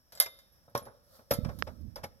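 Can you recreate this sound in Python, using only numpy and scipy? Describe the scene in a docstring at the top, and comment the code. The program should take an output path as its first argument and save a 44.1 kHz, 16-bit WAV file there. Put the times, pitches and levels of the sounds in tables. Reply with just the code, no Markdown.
"""One sharp steel clink at a fence post in a quiet pasture: a chain is being worked by hand on a hoist.
Duller clunks follow as the slack is taken up and the hoist shakes, with small ticks between them
where link strikes link. Insects hiss far off, and the chain rustles softly as it is drawn along.
Right at the microphone, wind and one sharp pop hit the right port."""
import sys
import numpy as np
from scipy import signal
from scipy.fft import rfft, irfft, next_fast_len
from scipy.io import wavfile
from scipy.ndimage import uniform_filter1d

SR = 44100
rng = np.random.default_rng(int(sys.argv[2]) if len(sys.argv) > 2 else 0)


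def digitize_waveform(pressure):
    """Quantize a signal to 16-bit integers and store it at the path in sys.argv[1].

    Rows of a 2-D input are taken as channels; values are limited to [-1, 1].
    """
    field = np.atleast_2d(pressure).T
    bounded = np.clip(field, -1, 1)
    quanta = np.round(bounded * 32767).astype(np.int16)
    wavfile.write(sys.argv[1], SR, quanta)


N = 97020
METAL_APART = .55  # the steel's noise at each port alone, as a ratio to what both share


def amp(db):
    """Decibels to gain."""
    return 10 ** (np.asarray(db) / 20)


def unit_rms(x):
    """Scales to rms 1."""
    return x / np.sqrt(np.mean(x ** 2) + 1e-20)


def add(mix, start_s, sound):
    """Mixes a sound in at start_s."""
    part = mix[..., max(round(start_s * SR), 0):][..., :sound.shape[-1]]
    part += sound[..., :part.shape[-1]]


def colour(x, curve):
    """Filters by a curve of (freq_hz, gain_db), at minimum phase so that attacks stay sharp."""
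    size = 8192
    hz, db = np.transpose(curve)
    log_hz = np.log(np.fft.rfftfreq(size, 1 / SR) + 1)
    log_gain = np.log(amp(np.interp(log_hz, np.log(hz), db)))
    cepstrum = irfft(log_gain)[:size // 2]
    cepstrum[1:] *= 2
    taps = irfft(np.exp(rfft(cepstrum, size)))[:size // 2]
    return signal.fftconvolve(x, taps[None], axes=-1)[:, :x.shape[-1]]


def noise(spectrum, count, apart):
    """Coloured noise of rms 1 at both ports; a larger `apart` makes them less alike."""
    lead = SR // 10
    white = rng.standard_normal((3, count + lead))
    return unit_rms(colour(white[0] + apart * white[1:], spectrum)[:, lead:])


def fader(curve):
    """A curve of (time_s, level_db) as gain over the scene."""
    return amp(np.interp(np.arange(N) / SR, *np.transpose(curve)))


def envelope(rise_s, t60_s, count=SR // 2):
    """Linear rise and exponential decay."""
    t = np.arange(count) / SR
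    return np.minimum(t / rise_s, 1) * np.exp(-np.log(1000) * np.maximum(t - rise_s, 0) / t60_s)


def burst(spectrum, rise_s, t60_s):
    """Many close modes dying together as noise; each blow favours different ones above 2 kHz."""
    hz, db = np.transpose(spectrum)
    grid_hz = np.r_[np.geomspace(20, 1000, num=40), np.arange(1150, 16500, 150)]
    uneven_db = 2 * rng.standard_normal(len(grid_hz)) * (grid_hz > 2000)
    blow_db = np.interp(np.log(grid_hz), np.log(hz), db) + uneven_db
    shape = envelope(rise_s, t60_s)
    ringing = noise(np.c_[grid_hz, blow_db], len(shape), METAL_APART) * shape
    return unit_rms(ringing) * np.sqrt(np.mean(shape ** 2))


def ring(modes, rise_s, detune):
    """Decaying sines whose envelopes peak together; each blow shifts their pitches a little."""
    t = np.arange(SR // 2) / SR - rise_s
    out = np.zeros(len(t))
    for hz, db, t60_s in modes:
        pitch_hz = hz * (1 + detune * rng.standard_normal())
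        out += amp(db) * envelope(rise_s, t60_s) * np.sin(2 * np.pi * pitch_hz * t)
    return out


def pasture():
    """Low air over the pasture and far insects near 5.5 kHz, wavering slightly together."""
    # Spectrum of air and insects: freq_hz, density_db
    air = [(20, -20.5), (55, 0), (80, -1.5), (130, -9.5), (330, -19), (460, -24), (545, -15.5), (760, -26),
           (1050, -25), (1280, -24), (1700, -26), (3000, -31.5), (4500, -33), (5450, -14.5), (6300, -33.5),
           (9000, -33.5), (15000, -33)]
    drift = uniform_filter1d(rng.standard_normal(N), size=2500)
    swell_db = unit_rms(uniform_filter1d(drift, size=1500))
    return amp(-67.5 + swell_db) * noise(air, N, apart=.9)


def chain_rustle():
    """The chain rustles softly as it is drawn along."""
    # Rise and fall of the rustle: time_s, level_db
    levels = [(0, -100.5), (.5, -93.5), (.7, -80), (1.02, -80.5), (1.16, -58.5), (1.25, -75.5), (1.45, -65),
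              (1.7, -68.5), (1.9, -83), (2.2, -98)]
    # Its spectrum: freq_hz, density_db
    spectrum = [(200, -8.5), (440, -2.5), (545, 18), (700, 2.5), (950, -2.5), (1300, 8.5), (1650, -4.5),
                (2600, -10.5), (4500, 2.5), (8000, -5), (12500, -4), (15500, -3)]
    return fader(levels) * noise(spectrum, N, apart=1.2)


def wind():
    """Lumpy turbulence on the microphone with a few buffets, nearly all at the right port."""
    # The gust at the right port: time_s, level_db
    gust = [(0, -83.5), (1.3, -68), (1.385, -38), (1.45, -33), (1.51, -41.5), (1.6, -38.5), (1.75, -46.5),
            (1.86, -38), (1.92, -47), (2.05, -56), (2.2, -62.5)]
    # Spectrum of the turbulence: freq_hz, density_db
    spectrum = [(15, -29.5), (28, -20.5), (48, 0), (75, 1), (130, -11), (230, -10.5), (400, -30.5),
                (1000, -59), (4000, -97.5)]
    # Single swings of pressure: centre_s, peak_db, half_width_s
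    buffets = [(1.389, -17.5, 0.0013), (1.437, -25, 0.0024), (1.4613, -20, 0.0013), (1.488, -24.5, .0015),
               (1.812, -35, 0.0011), (1.852, -38.5, 0.0016), (1.883, -34, 0.0018)]
    air = fader(gust) * noise(spectrum, N, apart=1.2)
    for centre_s, peak_db, half_width_s in buffets:
        offset = (np.arange(N) / SR - centre_s) / half_width_s
        air += amp(peak_db) * offset * np.exp((1 - offset ** 2) / 2)
    return air * amp([[-24.5], [0]])  # left, right


def port_pop():
    """One dry pop rings the right port for a moment and barely reaches the left."""
    # Modes of the port: pitch_hz, relative_db, t60_s
    modes = [(486, -9.5, 0.017), (1270, 1, 0.0054), (1670, 1, 0.0058), (2970, -2.5, 0.0025),
             (5060, -7.5, 0.0043)]
    out = np.zeros((2, N))
    add(out, start_s=1.6238, sound=amp(-16.5) * ring(modes, rise_s=.00048, detune=.0062))
    return out * amp([[-29.5], [0]])  # left, right


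def after_ring(metal):
    """The chain keeps shimmering faintly after each blow."""
    # Colour of the shimmer: freq_hz, gain_db
    shimmer = [(60, -14.5), (120, -17.5), (350, -21), (550, -10.5), (800, -23.5), (1050, -23.5),
               (1300, -14), (1650, -24.5), (2300, -25), (3700, -19), (7000, -31.5), (10000, -28),
               (11500, -31), (15000, -27)]
    tail = rng.standard_normal(SR) + METAL_APART * rng.standard_normal((2, SR))
    tail *= envelope(rise_s=.01, t60_s=.66, count=SR)
    tail /= np.linalg.norm(tail[0])
    return colour(signal.fftconvolve(metal, tail, axes=1)[:, :N], shimmer)


def hoist_clunks():
    """The chain pulls up short and shakes the hoist; the low thud outlasts the bright rattle."""
    # Jerks on the hoist: start_s, thud_db, body_db, rattle_db, ring_db, rise_s, body_t60_s
    jerks = [(0.123, -68.5, -62.5, -68, -70.5, 0.0077, 0.48), (.26, -68, -45, -38.5, -59.5, 0.0034, 0.091),
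             (0.678, -61.5, -63.5, -96, -57, 0.0034, 0.2), (0.751, -44, -29.5, -37.5, -31, 0.0012, 0.11),
             (.812, -50, -57.5, -65, -61.5, 0.01, 0.12), (.858, -57.5, -48, -76, -58, 0.0091, 0.19),
             (1.188, -59.5, -57, -67.5, -62.5, 0.0047, 0.16), (1.3085, -31, -26, -29, -30, 0.0043, 0.099),
             (1.447, -53, -41.5, -46, -55.5, 0.001, 0.13), (1.488, -51, -42, -52, -49.5, 0.0033, 0.13),
             (1.666, -57.5, -42.5, -51, -54, .011, 0.13), (1.96, -63.5, -44.5, -50.5, -60, 0.0017, 0.21),
             (2.031, -41.5, -39, -40, -53, 0.013, 0.078)]
    # Spectra of its dense low, middle and high ringing: freq_hz, density_db
    thud = [(30, -23.5), (70, -6.5), (115, 5.5), (170, -16.5), (225, -1), (330, -18.5), (600, -31),
            (2000, -69)]
    body = [(100, -42.5), (300, -10.5), (470, 2.5), (570, 6), (720, -5), (850, -5.5), (1150, -3.5),
            (1380, -4), (1700, -12.5), (3000, -30.5), (8000, -64)]
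    rattle = [(500, -28.5), (1500, -1.5), (2300, 9.5), (3000, -2), (3650, 0), (4400, -7.5), (5450, 10),
              (6400, -13.5), (9500, -8.5), (11700, -20.5), (13200, -14.5), (15500, -29)]
    # Modes of the hoist: pitch_hz, relative_db, t60_s
    modes = [(120.3, -4, 0.11), (215, -17.5, 0.043), (477.4, -7, 0.055), (568.3, -4, 0.15),
             (684, -9.5, 0.14), (848.7, -9.5, .09), (1313, -10, 0.13), (3700, -21, .16), (5630, -25, 0.067)]
    out = np.zeros((2, N))
    for start_s, thud_db, body_db, rattle_db, ring_db, rise_s, body_t60_s in jerks:
        add(out, start_s, amp(thud_db) * burst(thud, rise_s, body_t60_s * 1.5))
        add(out, start_s, amp(body_db) * burst(body, rise_s, body_t60_s))
        add(out, start_s, amp(rattle_db) * burst(rattle, rise_s, body_t60_s * .59))
        add(out, start_s, amp(ring_db) * ring(modes, rise_s, detune=.0048))
    return out


def link_clinks():
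    """Links snap against each other, ringing and scraping; loose parts sing out."""
    # Steel on steel: start_s, ping_db, scrape_db, ring_db
    strikes = [(.1215, -67, -50, -64.5), (0.1507, -58, -53.5, -63.5), (.174, -64.5, -52.5, -54.5),
               (0.2005, -18.5, -25, -28), (0.224, -37.5, -38, -65), (.2595, -54, -50.5, -50.5),
               (.388, -92, -59, -64), (0.698, -71, -90, -85), (.7495, -65, -41, -67),
               (0.7758, -42.5, -45, -63), (0.853, -66, -58, -72), (1.3076, -46, -33, -55),
               (1.3125, -38.5, -38.5, -52), (1.336, -37, -39, -46.5), (1.341, -38.5, -55.5, -79),
               (1.588, -54, -51, -75), (1.81, -73, -76, -84), (1.958, -55, -49, -76),
               (2.0392, -50.5, -51, -64.5)]
    # Modes of the high ping, then the link's modes: pitch_hz, relative_db, t60_s
    ping_modes = [(11130, 0, .018), (11560, -5, .015), (11081, -9, .07), (11160, -13, .1), (11520, -12, .1),
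                  (11685, -12, .09), (11972, -18, .09), (12860, -25, .07)]
    link_modes = [(2070, -2, .23), (3090, -13, .14), (3659, -19, .52), (3722, -8, .13), (3844, -9, .11),
                  (4539, -8, .11), (4898, 5, .09), (5056, -6, .08), (5965, -16, .12), (6514, -12, .12),
                  (7643, -5, .1)]
    # Spectrum of the scrape: freq_hz, density_db
    scrape = [(100, -27.5), (440, -18.5), (560, 6.5), (700, 3), (820, -7), (1050, -1), (1700, 0),
              (2700, -8), (3700, -3), (5200, 2.5), (6800, -3.5), (9500, -10.5), (11500, -2), (13700, -13),
              (14700, -16), (15700, -24.5)]
    # Loose parts, each at its own pitch: start_s, pitch_hz, level_db, t60_s
    tinks = [(.15, 7640, -50, 0.082), (.174, 4390, -52, 0.028), (.521, 11240, -73, .17),
             (.523, 11600, -69, .2), (.751, 1083, -28, 0.12), (.7765, 5580, -34.5, 0.035),
             (.825, 11000, -55.5, 0.25), (1.035, 11250, -75, 0.41), (1.309, 562.3, -24.5, 0.089),
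             (1.3142, 13000, -30.5, 0.057), (1.589, 11830, -55.5, 0.082), (1.958, 5380, -32, 0.018),
             (2.036, 2213, -42.5, 0.08), (2.036, 831, -41.5, 0.09)]
    out = np.zeros((2, N))
    for start_s, ping_db, scrape_db, ring_db in strikes:
        # Each sharp strike sets off a piercing ping near 11 kHz, the microphone port's resonance.
        add(out, start_s, amp(ping_db) * ring(ping_modes, rise_s=.0008, detune=.0003))
        add(out, start_s, amp(ring_db) * ring(link_modes, rise_s=.0008, detune=.00037))
        add(out, start_s, amp(scrape_db) * burst(scrape, rise_s=.00063, t60_s=.12))
    for start_s, *mode in tinks:
        add(out, start_s, ring([mode], rise_s=.0015, detune=.0003))
    return out


def right_port(x):
    """The microphone's right port has its own colour and delay."""
    # Response of the right port against the left: freq_hz, gain_db
    response = [(60, -3), (400, -0.5), (850, 4.5), (1300, -1), (1800, 7), (2100, -6), (2550, -15.5),
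                (3300, 2), (5500, -0.5), (6500, -18), (7900, -11.5), (9800, 2), (11200, 7), (12800, 9.5),
                (15000, -10.5)]
    # Its phase behind the left: freq_hz, lag_rad
    lags = [(20, 0.5), (800, 0.3), (1300, 2), (1700, 2.5), (2500, 6), (3300, 7), (5300, 10), (6500, 12.5),
            (8000, 11), (11000, 10.5), (14000, 15)]
    size = next_fast_len(N + SR)
    log_hz = np.log(np.fft.rfftfreq(size, 1 / SR) + 1)
    gain_db, lag_rad = (np.interp(log_hz, np.log(hz), values)
                        for hz, values in (np.transpose(response), np.transpose(lags)))
    return irfft(rfft(x, size) * amp(gain_db) * np.exp(-1j * lag_rad), size)[:N]


def scene():
    """Chain and pasture carry to both ports; wind and pop act on the ports directly."""
    metal = link_clinks() + hoist_clunks()
    left, right = metal + after_ring(metal) + pasture() + chain_rustle()
    return np.array([left, right_port(right)]) + wind() + port_pop()


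def record(dry):
    """The recorder clips at full scale and cuts the treble above 15.9 kHz."""
    lowpass = signal.firwin(511, 15900, window=("kaiser", 9), fs=SR)
    return signal.oaconvolve(np.clip(dry, -1, 1), lowpass[None], "same")


dry = scene()
out = record(dry)
digitize_waveform(out)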